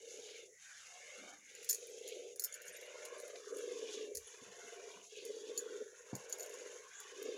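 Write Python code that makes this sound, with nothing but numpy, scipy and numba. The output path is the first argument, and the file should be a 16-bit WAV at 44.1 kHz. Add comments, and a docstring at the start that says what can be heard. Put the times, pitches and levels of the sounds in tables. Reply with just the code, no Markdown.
"""Hand-milking into a narrow-necked steel pot, with a cow standing in an open shed.
The hands take turns: a jet plunging into the milk makes the air in the pot boom, and one landing near
the wall gives a higher, duller note. Droplets and bubbles ring the pot's upper resonances as splash
and spray, over a constant fizz of bursting foam. Close by, the metal links of the tether knock
together and ring, and a hoof scuffs and stamps on the earth floor, all on a faint bed of air."""
import sys
import numpy as np
from scipy import signal
from scipy.fft import rfft, irfft
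from scipy.io import wavfile
from scipy.ndimage import uniform_filter1d
from numba import njit

SR = 44100
rng = np.random.default_rng(int(sys.argv[2]) if len(sys.argv) > 2 else 0)


def generate_wav(signal):
    """Clip the signal to [-1, 1] and save it as 16-bit WAV at the path in sys.argv[1]."""
    frames = np.transpose(np.atleast_2d(signal))
    scaled = np.clip(frames, -1, 1) * 32767
    pcm = np.round(scaled).astype(np.int16)
    wavfile.write(sys.argv[1], SR, pcm)


N = 325017
TIME = np.arange(N) / SR

# tone of the still air in the shed: f/Hz, relative level/dB
AIR_SPECTRUM = [(25, -17), (50, 8), (75, 7), (110, 8), (200, 5), (400, -5.5), (1000, -5.5), (4000, -0.5),
                (15000, -8.5)]
# hoof and feet scuffing the earth: t/s, level/dB, f/Hz, rise/s, t60/s
SCUFFS = [(1.17, -62.5, 278, 0.029, 0.67), (2.68, -72.5, 210, 0.0054, 0.16), (4.14, -60, 71, 0.018, 0.23),
          (4.417, -55, 222, 0.0026, 0.046), (4.464, -62, 160, 0.0026, 0.23),
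          (4.63, -65.5, 255, 0.012, 0.15), (4.95, -68.5, 234, 0.0075, 0.3), (6.133, -48, 201, 0.0025, 0.15),
          (6.131, -56, 775, 0.0019, 0.37)]
# a hoof comes down and settles: t/s, level/dB
HOOF_HITS = [(6.13, -33.5), (6.1371, -47), (6.15, -41)]
# thud of the earth under it: f/Hz, level/dB, t60/s
EARTH_MODES = [(131, -6, .1), (235, 0, .03), (340, -3, .02)]

# tether links touching: t/s, crack level/dB, then ring level/dB for each of mode groups 0-3
CLINKS = [(1.551, -53, -49, -63, -81, -85), (1.63, -57, -69, -57, -73, -58),
          (1.645, -43, -63, -54, -73, -48), (1.6902, -35.5, -54, -32.5, -42, -52),
          (1.6952, -24, -24, -55, -22, -55), (1.7088, -27, -32, -51, -52, -55),
          (1.7286, -30.5, -42, -50, -61, -50), (1.746, -35.5, -37, -65, -65, -69),
          (1.869, -62, -69, -56, -69, -53), (2.0768, -45, -51, -64, -63, -75),
          (2.087, -45, -50, -66, -67, -76), (2.359, -50.5, -63, -53, -64, -55),
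          (2.396, -32, -50, -40, -52, -31), (2.4207, -44, -52, -58, -42, -57),
          (2.4387, -36.5, -33, -50, -39, -34), (2.4453, -33.5, -48, -41, -34, -31),
          (2.453, -47, -54, -58, -51, -46), (2.5243, -61, -43, -51, -75, -77),
          (2.541, -49, -40.5, -56, -52, -67), (2.549, -62, -48, -56, -70, -71),
          (2.6183, -52, -56, -66, -62, -57), (2.6544, -60, -66, -59, -72, -80),
          (2.68, -52, -41.5, -54, -58, -77), (2.765, -54, -52, -68, -71, -81),
          (2.813, -52, -60, -66, -81, -83), (3.051, -47, -46, -48.5, -72, -69),
          (3.2001, -51, -69, -54, -73, -72), (3.279, -51, -66, -60, -75, -78),
          (3.568, -50.5, -51, -56, -82, -66), (3.5854, -50, -57, -62, -84, -66),
          (4.1502, -39.5, -52, -52, -59, -59), (4.1532, -37, -49, -58, -54, -56),
          (4.1712, -36, -59, -61, -61, -47), (4.177, -45, -66, -58, -63, -60),
          (4.2715, -68, -73, -50, -85, -90), (5.2512, -45.5, -66, -60, -56, -55),
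          (5.2545, -55, -66, -68, -60, -60), (5.5763, -35.5, -27.5, -57, -60, -58),
          (5.5844, -53, -54, -58, -62, -69), (5.591, -48, -38, -52, -65, -76),
          (6.1525, -40.5, -47, -68, -63, -56), (6.155, -62, -64, -65, -63, -62),
          (6.163, -52, -55, -69, -65, -56), (6.296, -49, -46, -62, -73, -57),
          (6.3, -56, -56, -65, -69, -50), (6.3259, -39, -29.5, -56, -61, -61),
          (6.3844, -49, -53, -60, -64, -72), (6.396, -47, -40, -62, -51, -73),
          (6.4056, -48, -41, -66, -59, -73), (6.4242, -62, -46, -69, -50, -72),
          (6.431, -48, -43, -67, -59, -78), (6.461, -49.5, -49, -63, -63, -79),
          (6.4947, -54, -51, -61, -65, -72), (6.54, -55, -50, -64, -65, -78),
          (7.002, -47, -60, -61, -76, -77), (7.227, -48, -64, -70, -64, -49)]
# tone of the crack of a touch: f/Hz, relative level/dB
CRACK_SPECTRUM = [(1300, -7), (1800, -7.5), (2400, 1.5), (3400, -29), (3950, -6.5), (4500, 4), (5700, 4.5),
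                  (6800, 14), (7900, 1), (8500, 1), (10300, 6.5), (12400, 1.5), (13300, -2.5),
                  (15500, -7.5)]
# ringing of the links: f/Hz, level/dB, t60/s, mode group
LINK_MODES = [(4440, -15, .03, 0), (4570, -15, .03, 0), (5313, -11, .06, 2), (6234, -12, .04, 0),
              (6601, -9, .04, 0), (6860, -8, .04, 0), (6945, 0, .055, 0), (8292, -11, .05, 1),
              (8490, -8, .04, 1), (9300, -9, .04, 1), (9755, -11, .05, 1), (10078, -1, .05, 1),
              (10350, -9, .04, 1), (11830, -10, .03, 3), (13270, -1, .045, 2), (13398, -12, .045, 2),
              (14650, -2, .03, 3)]
# clusters of small links jingling: t/s, typical level/dB, spread/s
JINGLES = [(1.89, -64, 0.019), (2.45, -65, 0.016), (2.55, -66, 0.011), (2.675, -60.5, 0.018),
           (2.745, -58, .018), (2.85, -65.5, 0.015), (3.22, -59, 0.03), (3.57, -63, 0.031),
           (6.42, -63, 0.016), (6.515, -71, .022)]

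# tone of bursting foam: f/Hz, relative level/dB
FOAM_SPECTRUM = [(4600, -16.5), (5400, -2.5), (6000, -0.5), (6600, 9), (7200, 3.5), (7900, -8.5),
                 (9200, -12), (10400, -3), (11100, -14), (12000, -16), (15500, -62.5)]
# narrow pot resonances that the fizz keeps singing: f/Hz, width/Hz, level/dB
FOAM_MODES = [(5680, 260, -6.5), (6080, 130, -0.5), (5870, 290, -5.5), (6840, 54, -27), (7430, 220, -9)]
# fader curve of the fizz: t/s, level/dB
FIZZ_CURVE = [(0.0, -60.5), (0.22, -54), (0.39, -65), (0.61, -61), (0.9, -60.5), (1.42, -63), (1.87, -56.5),
              (2.46, -64), (3.39, -59), (3.82, -58.5), (4.14, -61.5), (4.66, -59), (5.07, -62.5),
              (5.42, -60), (5.97, -62.5), (6.36, -60.5), (6.8, -60.5), (7.37, -64.5)]
# clusters of big bubbles at about one pitch: t/s, level/dB, half length/s, f/Hz
GURGLES = [(0.576, -69, 0.066, 2000), (0.718, -61, 0.086, 1610), (0.96, -65, 0.065, 732),
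           (1.297, -63, 0.063, 747), (1.283, -68.5, 0.1, 1210), (1.48, -66, 0.087, 2160),
           (2.17, -76, 0.24, 666), (3.14, -60.5, 0.061, 1066), (3.357, -61, 0.012, 685),
           (4.755, -66, 0.28, 674), (5.185, -62, 0.052, 2690), (6.41, -60, 0.067, 635),
           (6.858, -62.5, .035, 1070)]
# the jet spits and froths: t/s, level/dB, half length/s, low f/Hz, high f/Hz
SPITS = [(5.486, -59.5, 0.031, 2560, 7060), (0.31, -61.5, 0.15, 2160, 5140), (0.914, -65, 0.37, 4670, 7950),
         (1.103, -61.5, 0.13, 2080, 2210), (1.61, -61.5, 0.12, 1950, 6000),
         (1.933, -65.5, 0.15, 4150, 7500), (2.1, -56.5, 0.072, 2500, 4550), (3.057, -52, .005, 2500, 11000),
         (3.36, -53, 0.0043, 1500, 6000), (3.92, -55.5, 0.066, 2620, 7000), (5.188, -58.5, .04, 2580, 4670),
         (6.86, -69, 0.03, 2400, 3670), (6.988, -55.5, 0.046, 6500, 7400)]
# air resonances of the pot, mids for the splash and highs for the spray:
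# f/Hz, base width/Hz, level under the plunging jet/dB, level under the wall jet/dB
SPLASH_MODES = [(795, 216, 1.5, -6.5), (1043, 170, -8, -7), (1160, 104, 6.5, -21), (1450, 170, -16, -3),
                (1657, 176, 5.5, 2), (1753, 220, 5, -16.5)]
SPRAY_MODES = [(2148, 130, -10.5, 10.5), (2280, 140, -5.5, 5.5), (2768, 306, 4, 4.5), (3056, 120, -3, -2),
               (3430, 390, 11.5, -10.5), (3634, 110, 1.5, -1), (3570, 920, 2, -16), (4700, 210, 3.5, -7),
               (5600, 1500, 0.5, -8)]
# close echo between the milk and the pot's shoulder: t/s, delay/s, strength/0-1
SHOULDER_ECHO = [(0, 0.0013, 1), (.9, 0.0017, 0.23), (1.35, 0.0013, 0.9), (1.8, 0.0015, 0.6),
                 (2.3, .0014, 0.7), (2.5, 0.0021, 0.18), (3.3, 0.0017, 0.6), (3.9, 0.0021, 0.48),
                 (4.6, 0.001903, 0.6), (5.8, 0.0021, 0.62), (6.4, 0.0022, 0), (7.37, .0019, 1)]
# gliding hollows that a jet drills in the froth: start/s, end/s, level/dB, first f/Hz, last f/Hz
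HOLLOWS = [(0.583, 0.957, -68, 1990, 1270), (1.403, 1.7, -69.5, 1820, 1650),
           (2.35, 2.927, -61.5, 1450, 1840), (3.39, 3.677, -63, 1280, 1500),
           (4.563, 4.735, -71, 1410, 1420), (4.853, 5.074, -66, 980, 910), (5.55, 6.116, -67.5, 1240, 1800),
           (6.757, 7.06, -66, 1770, 1440)]
# lulls as the hands change over: t/s, depth/0-1, half length/s
LULLS = [(0.523, 1, 0.077), (1.4, 0.5, 0.06), (2.359, 0.75, 0.043), (3.533, 0.64, .025),
         (4.127, 0.78, 0.11), (5.083, 0, 0.03), (5.865, 0.45, 0.061), (6.024, .45, 0.065)]
# narrow air modes of the pot's neck, ringing under either hand: f/Hz, width/Hz, level/dB
NECK_MODES = [(425.3, 25, -5.5), (470, 35, -11.5)]
# big gulps of air that the jet drags under: t/s, level/dB
GULPS = [(0.193, -48.5), (1.619, -54), (6.43, -62), (3.355, -52), (3.545, -41), (3.822, -42),
         (4.884, -53.5), (5.301, -42.5), (5.499, -39), (5.821, -41.5), (6.668, -51), (7.314, -46)]
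# squirts, hand after hand: start/s, end/s, aim (0 into the milk, 1 near the wall), pot note f/Hz,
# then for each of boom, splash and spray: level/dB, crest/share of the squirt, slope/dB per squirt
SQUIRTS = [(-.08, 0.585, 0.48, 441, -57, 0.99, 0, -70.5, 0.55, 17, -60.5, 0.64, 14),
           (0.564, 1.52, 0.79, 540, -60, 0.62, 60, -62, 0.98, 9, -61, 0.64, 10.5),
           (1.45, 2.505, 0.51, 450, -49.5, 0.67, 26.5, -73.5, 0.25, 12, -64, 0.67, 7),
           (2.436, 3.58, 1, 483, -54, 0.65, 14.5, -60.5, 0.54, 20, -60, 0.38, 12),
           (3.4, 4.247, 0.25, 434, -45.5, 0.72, 5, -65.5, 0.39, -3.5, -54.5, 0.74, 17.5),
           (4.174, 5.114, 0.56, 427, -56.5, 0.76, 13.5, -62, 0.53, 12.5, -61, 1, 5.5),
           (5.079, 5.976, 0.11, 434, -48.5, 0.54, 6, -62.5, 0.72, 21, -61.5, 0.14, 7),
           (5.91, 6.938, 0.76, 444, -51.5, 0.66, 19, -62.5, 0.57, 2.5, -63.5, 0.58, 10),
           (6.881, 7.575, 0.35, 414, -42.5, 0.59, 62, -59.5, 0.16, 10, -57, 1, 8)]


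def from_db(db):
    """Decibels to gain."""
    return 10 ** (np.asarray(db) / 20)


def rms_one(x):
    """Scale to rms 1."""
    return x / np.sqrt(np.mean(x ** 2) + 1e-20)


def steady(x, span_s):
    """Level out the slow swells of a sound, keeping its fast grain."""
    return x / np.sqrt(uniform_filter1d(x * x, max(int(span_s * SR), 2)) + 1e-20)


def together(gains):
    """Gain of unrelated sounds heard at once: their powers add."""
    return np.sqrt(sum(gain ** 2 for gain in gains) + 1e-20)


def bump(s, db, half_s):
    """Gain of a brief, bell-shaped swell."""
    return from_db(db) * np.exp(-np.minimum(((TIME - s) / half_s) ** 2, 20))


def drift(rate_hz):
    """Smooth random modulation with rms about 1."""
    hop, warm_up = 40, 2000
    r = np.exp(-2 * np.pi * hop * rate_hz / SR)
    slow = signal.lfilter([1], [1, -2 * r, r * r], rng.standard_normal(N // hop + warm_up + 2))[warm_up:]
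    return np.interp(np.arange(N) / hop, np.arange(len(slow)), rms_one(slow))


def colour(x, spectrum, size=4096):
    """Minimum-phase EQ with the given curve; white noise keeps its power."""
    hz, db = np.transpose(spectrum)
    grid = np.maximum(np.fft.rfftfreq(size, 1 / SR), 1)
    low_cut_db = -40 * np.maximum(np.log(hz[0] / grid), 0)
    cepstrum = irfft(np.log(from_db(np.interp(np.log(grid), np.log(hz), db) + low_cut_db)))
    response = irfft(np.exp(rfft(2 * cepstrum[:size // 2], size)))
    return signal.oaconvolve(x, response / np.linalg.norm(response))[:N]


def band(x, low_hz, high_hz, order):
    """Butterworth band-pass."""
    sos = signal.butter(order, [low_hz, min(high_hz, SR / 2 - 1)], "band", fs=SR, output="sos")
    return signal.sosfilt(sos, x)


def resonate(x, hz, width_hz):
    """A resonance with gain 1 at its peak."""
    r = np.exp(-np.pi * width_hz / SR)
    poles = [1, -2 * r * np.cos(2 * np.pi * hz / SR), r * r]
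    return signal.lfilter(np.array([1, 0, -1]) * (1 - r * r) / 2, poles, x)


@njit
def glide(x, hz, width_hz):
    """A resonance whose pitch and width move; gain 1 at its peak."""
    out = np.zeros(len(x))
    for i in range(2, len(x)):
        r = np.exp(-np.pi * width_hz[i] / SR)
        drive = (1 - r * r) / 2 * (x[i] - x[i - 2])
        out[i] = drive + 2 * r * np.cos(2 * np.pi * hz[i] / SR) * out[i - 1] - r * r * out[i - 2]
    return out


def ring(x, hz, t60):
    """A unit click sets a sine of height 1 ringing."""
    r, w = np.exp(-np.log(1000) / (t60 * SR)), 2 * np.pi * hz / SR
    return signal.lfilter([0, np.sin(w)], [1, -2 * r * np.cos(w), r * r], x + 1e-18)


def clicks(times, db):
    """One click at each time."""
    out = np.zeros(N)
    out[np.round(np.asarray(times) * SR).astype(int)] = from_db(db)
    return out


def bursts(times, db, t60):
    """Noise that jumps up at each time and dies away."""
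    decay = np.exp(-2 * np.log(1000) / (t60 * SR))
    power = signal.lfilter([1], [1, -decay], clicks(times, db) ** 2 + 1e-24)
    return np.sqrt(power) * rng.standard_normal(N)


def pings(times, hz, db, t60, rise):
    """Dying sines, each bending up in pitch by the share `rise` over its t60."""
    step = np.arange(int(np.max(t60) * SR * 2 / 3))
    age = step / SR
    life = age / t60[:, None]
    phase = 2 * np.pi * hz[:, None] * age * (1 + rise * life / 2)
    waves = from_db(db[:, None] - 60 * life) * np.sin(phase)
    at = (np.maximum(times, 0)[:, None] * SR).astype(int) + step
    return np.bincount(at.ravel(), waves.ravel(), N)[:N]


def shed_air():
    """Room tone: a faint bed of noise, heaviest in the lows."""
    return from_db(-80.5) * colour(rng.standard_normal(N), AIR_SPECTRUM)


def shed_walls(x, t60, wet_db):
    """The tin walls add a faint, short scatter after an 8 ms pre-delay."""
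    age = TIME[:SR // 2]
    tail = rng.standard_normal(len(age)) * np.exp(-np.log(1000) * age / t60) * (age > .008)
    return x + from_db(wet_db) * signal.oaconvolve(x, tail / np.linalg.norm(tail))[:N]


def hooves():
    """One dull stamp rings the packed earth; soft scuffs are swells of low noise."""
    times, hit_db = np.transpose(HOOF_HITS)
    stamp = sum(ring(clicks(times, hit_db + db), hz, t60) for hz, db, t60 in EARTH_MODES)
    out = band(stamp, 120, 1500, order=4)
    for s, db, hz, rise, t60 in SCUFFS:
        age = np.maximum(TIME - s, 0)
        swell = (1 - np.exp(-age / rise)) * np.exp(-np.log(1000) * np.maximum(age - 2 * rise, 0) / t60)
        rub = rms_one(band(rng.standard_normal(N), hz / 1.37, hz * 1.295, order=3))
        out = out + from_db(db) * swell * rub
    return out


def link_rings(times, ring_db, detune=.00335, attack_s=.0005):
    """No two links ring at quite the same pitches, and each touch favours other modes."""
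    out, age = np.zeros(N + SR), np.arange(SR // 6) / SR
    hz, db, t60, group = np.transpose(LINK_MODES)[:, :, None]
    envelope = np.minimum(age / attack_s, 1) * np.exp(-np.log(1000) * age / t60)
    for s, group_db in zip(times, np.transpose(ring_db)):
        pitch, strength, phase = rng.standard_normal((3, len(hz), 1))
        waves = np.sin(2 * np.pi * (hz * (1 + detune * pitch) * age + phase))
        gains = from_db(group_db[group.astype(int)] + db + 2.5 * strength)
        start = round(s * SR)
        out[start:start + len(age)] += (gains * envelope * waves).sum(axis=0)
    return out[:N]


def jingles(count=9, low_hz=7600, high_hz=12800, t60=.045):
    """In each cluster a handful of small links touch, each ringing at a pitch of its own."""
    s, db, spread_s = np.repeat(JINGLES, count, axis=0).T
    when, pitch, strength = rng.uniform(-1, 1, (len(s), 3)).T
    hz = low_hz * (high_hz / low_hz) ** ((pitch + 1) / 2)
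    return pings(s + 1.5 * spread_s * when, hz, db + 5 * strength, np.full(len(s), t60), rise=0)


def tether(slip_ceiling=.055):
    """Each touch of two links cracks, shakes their neighbours and sets their modes ringing."""
    times, crack_db, *ring_db = np.transpose(CLINKS)
    crack = bursts(times, crack_db + 1, t60=.02)
    shiver = bursts(times, crack_db - 18, t60=.17)
    metal = colour(crack + shiver, CRACK_SPECTRUM) + link_rings(times, ring_db) + jingles()
    metal = slip_ceiling * np.tanh(metal / slip_ceiling)   # links slip under the hardest touches
    # small links radiate little below their first mode
    return band(metal, 3120, SR / 2, order=4) + from_db(.5) * band(metal, 1580, 1940, order=3)


def droplets(per_s, spread_db):
    """Tiny impacts of uneven size at random moments; rms 1."""
    sizes = from_db(spread_db * np.minimum(rng.exponential(1, N), 4)) * rng.choice([-1, 1], N)
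    return rms_one(sizes * (rng.random(N) < per_s / SR))


def bubbles(low_hz, high_hz, per_s, cycles, octave_db, clump_size=6):
    """Bubbles are born in small clumps of similar pitch, and each chirps up a little; rms 1."""
    clumps = rng.random((int(per_s * N / SR / clump_size), 2))
    when, pitch = np.repeat(clumps, clump_size, axis=0).T
    late, detune, strength = rng.standard_normal((len(when), 3)).T
    hz = low_hz * (high_hz / low_hz) ** pitch * (1 + .035 * detune)
    db = 3.5 * np.minimum(strength, 2) + octave_db * np.log2(hz / low_hz)
    chirps = pings(when * N / SR + .012 * late, hz, db, cycles / hz, rise=.06)
    return rms_one(band(chirps, low_hz, high_hz, order=3))


def foam(stirred):
    """Tiny bubbles burst and the pot picks out a few pitches; larger ones burst only when stirred."""
    fizz = band(colour(droplets(7000, 2.9), FOAM_SPECTRUM), 5200, 17000, order=7)
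    singing = sum(from_db(db) * resonate(fizz, hz, width_hz) for hz, width_hz, db in FOAM_MODES)
    coarse = bubbles(3643, 5700, per_s=1500, cycles=60, octave_db=0)
    return rms_one(fizz + singing) + from_db(-12.5) * stirred * coarse


def gurgles(width_share=.15):
    """Clusters of big bubbles swell up and ring for a moment."""
    pops, out = droplets(700, 1.0), 0
    for s, db, half_s, hz in GURGLES:
        cluster = resonate(resonate(pops, hz, width_share * hz), hz, width_share * hz)
        out = out + bump(s, db, half_s) * steady(cluster, .064)
    return out


def spits():
    """The jet froths up for a moment: droplets and small bubbles in one band of pitch."""
    froth = droplets(7700, 4.0) + .6 * bubbles(1500, 11000, per_s=900, cycles=35, octave_db=1.5)
    return sum(bump(s, db, half_s) * steady(band(froth, low_hz, high_hz, order=3), .05)
               for s, db, half_s, low_hz, high_hz in SPITS)


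def pot_air(modes, at_wall, per_s, wander_db, slosh):
    """Droplets ring the air in the pot; the aim balances the modes, sloshing milk bends their pitch."""
    out = 0
    for hz, width_hz, plunge_db, wall_db in modes:
        level_db = plunge_db + at_wall * (wall_db - plunge_db) + wander_db * drift(4.4)
        pitch, width = hz * (1 + slosh * drift(2.35)), np.full(N, width_hz * 1.23)
        out = out + from_db(level_db) * glide(glide(droplets(per_s, 3.0), pitch, width), pitch, width)
    return rms_one(out)


def heave(x, swing=.055, belly_gain=.15, belly_path=2.7):
    """Bounces between heaving milk and the pot's shoulder, then round its belly, flange the sound."""
    s, path_s, strength = np.transpose(SHOULDER_ECHO)
    delay = np.interp(TIME, s, path_s) * (1 + swing * drift(1.92))
    x = x + np.interp(TIME, s, strength) * np.interp(TIME - delay, TIME, x)
    return x + belly_gain * np.interp(TIME - belly_path * delay, TIME, x)


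def wall_echo(x, hollow_hz, share):
    """The pot wall returns the sound two periods of the hollow later, which cuts gliding notches."""
    return x + share * np.interp(TIME - 2 / hollow_hz, TIME, x)


def spray(at_wall, hollow_hz):
    """The top layer: fine drops ring the pot's upper resonances and raise clumps of small bubbles."""
    pot = pot_air(SPRAY_MODES, at_wall, per_s=1800, wander_db=2.6, slosh=.012)
    loose = bubbles(2000, 4900, per_s=700, cycles=50, octave_db=-5)
    return steady(wall_echo(heave(pot + .65 * loose), hollow_hz, share=.048), .07)


def hollows():
    """Gain and pitch of the hollow in the froth: it opens, glides and fills again."""
    gain = together(from_db(db) * np.sin(np.pi * np.clip((TIME - start) / (end - start), 0, 1))
                    for start, end, db, _, _ in HOLLOWS)
    rows = np.array(HOLLOWS)
    return gain, np.interp(TIME, rows[:, :2].ravel(), rows[:, 3:].ravel())


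def splash(at_wall, hollow_hz, hollow_share, hollow_width_hz=800.0):
    """The mid layer: droplets ring the pot, loose bubbles and the hollow, whose note staggers."""
    note_hz = hollow_hz * (1 + .07 * drift(18))
    hollow = droplets(500, 3.0)
    for _ in range(3):
        hollow = glide(hollow, note_hz, np.full(N, hollow_width_hz))
    hollow = rms_one(band(hollow, 820, 2460, order=4))
    pot = pot_air(SPLASH_MODES, at_wall, per_s=900, wander_db=3.5, slosh=.025)
    loose = bubbles(950, 2100, per_s=260, cycles=35, octave_db=1)
    mix = 7 * hollow_share * hollow + (1 - hollow_share) * pot + .5 * loose
    return steady(wall_echo(heave(mix), hollow_hz, hollow_share), .082)


def churn(boom_gain):
    """Only the hardest squirts dig deep enough to churn the milk below the pot's note."""
    plunge_db = np.minimum(20 * np.log10(boom_gain), -44)
    level_db = -63.5 + 2 * (plunge_db + 47)   # 2 dB for each dB of boom
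    return from_db(level_db) * rms_one(band(droplets(400, 3.2), 253.5, 443, order=4))


def throb(rate_hz=25, depth=.2, wander=.17):
    """Gain that flutters as the cavity under the jet opens and collapses."""
    turns = np.cumsum(rate_hz * (1 + wander * drift(5.94))) / SR
    return 1 + depth * np.sin(2 * np.pi * turns)


def boom(at_wall, note_hz, plunge_width_hz=46, wall_width_hz=210, skirt_hz=279):
    """The body: gulps of air pump the pot's lowest mode, deeper and longer under the plunging jet."""
    width_hz = plunge_width_hz + at_wall ** 2 * (wall_width_hz - plunge_width_hz)
    body = glide(droplets(600, 2.9), note_hz, width_hz)
    body = glide(body, note_hz, width_hz + skirt_hz)
    body = body + sum(from_db(db) * resonate(body, hz, width) for hz, width, db in NECK_MODES)
    deep, shallow = band(body, 295, 585, order=4), band(body, 354, 658, order=4)
    return steady(deep + at_wall * (shallow - deep), .06) * throb()


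def stroke(start, end, db, crest, slope_db, attack_s, release_s):
    """Envelope of one squirt: it opens, swells to its crest, sinks and is pinched off."""
    gate = np.clip((TIME - start) / attack_s, 0, 1) * np.clip((end - TIME) / release_s, 0, 1)
    progress = (TIME - start) / (end - start)
    return gate * from_db(db - slope_db * np.abs(progress - crest))


def squirt_gains(splash_early_s=.042, spray_early_s=.0097):
    """Envelopes of boom, splash and spray; the weakening jet stops splashing and spraying early."""
    booms = [bump(s, db, half_s=.01) for s, db in GULPS]
    splashes, sprays = [], []
    for start, end, _, _, *swells in SQUIRTS:
        booms.append(stroke(start, end, *swells[:3], attack_s=.14, release_s=.2))
        splashes.append(stroke(start, end - splash_early_s, *swells[3:6], attack_s=.04, release_s=.14))
        sprays.append(stroke(start, end - spray_early_s, *swells[6:], attack_s=.039, release_s=.15))
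    return together(booms), together(splashes), together(sprays)


def aim_and_note(sag=.03, slosh=.018):
    """Where the jet lands, and the pot's note, which sinks in each squirt and wavers with the milk."""
    start, end, aim, hz = np.transpose(SQUIRTS)[:4]
    now = np.maximum(np.searchsorted(start, TIME) - 1, 0)
    progress = (TIME - start[now]) / (end - start)[now]
    note_hz = hz[now] * (1 + sag * (.5 - progress) + slosh * drift(8.2))
    return uniform_filter1d(aim[now], size=3000), uniform_filter1d(note_hz, size=3000)


def milking(foam_duck=.22):
    """The jets boom, splash and spray in the pot, and the foam they raise fizzes."""
    boom_gain, splash_gain, spray_gain = squirt_gains()
    at_wall, note_hz = aim_and_note()
    hollow_gain, hollow_hz = hollows()
    stirred = 1 - sum(depth * bump(s, 0, half_s) for s, depth, half_s in LULLS)
    splash_gain = together([splash_gain * stirred, hollow_gain])
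    hollow_share = .4 * hollow_gain / splash_gain
    spray_gain = spray_gain * stirred
    fizz_gain = from_db(np.interp(TIME, *np.transpose(FIZZ_CURVE)) - 2)
    foam_gain = together([fizz_gain, from_db(-5.5) * spray_gain])   # spray raises extra fizz
    foam_gain *= 1 - foam_duck * (1 - stirred)
    sputter = drift(23)   # the jet breaks up unevenly
    out = boom(at_wall, note_hz) * boom_gain * from_db(1.5 * drift(9))
    out += churn(boom_gain)
    out += splash(at_wall, hollow_hz, hollow_share) * splash_gain * from_db(-1 + .35 * sputter)
    out += spray(at_wall, hollow_hz) * spray_gain * from_db(1 + .87 * sputter)
    out += gurgles()
    out += foam(stirred) * foam_gain * from_db(2.06 * sputter)
    return out + stirred * spits()


def scene():
    """Milking, tether and hooves in the quiet shed, in mono."""
    air = shed_air()
    action = milking() + tether() + hooves()
    return (shed_walls(action, t60=.029, wet_db=-11) + air)[None]


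def record(dry):
    """A steep high cut at 16.2 kHz."""
    return signal.sosfilt(signal.ellip(10, .1, 70, 16200, fs=SR, output="sos"), dry)


dry = scene()
out = record(dry)
generate_wav(out)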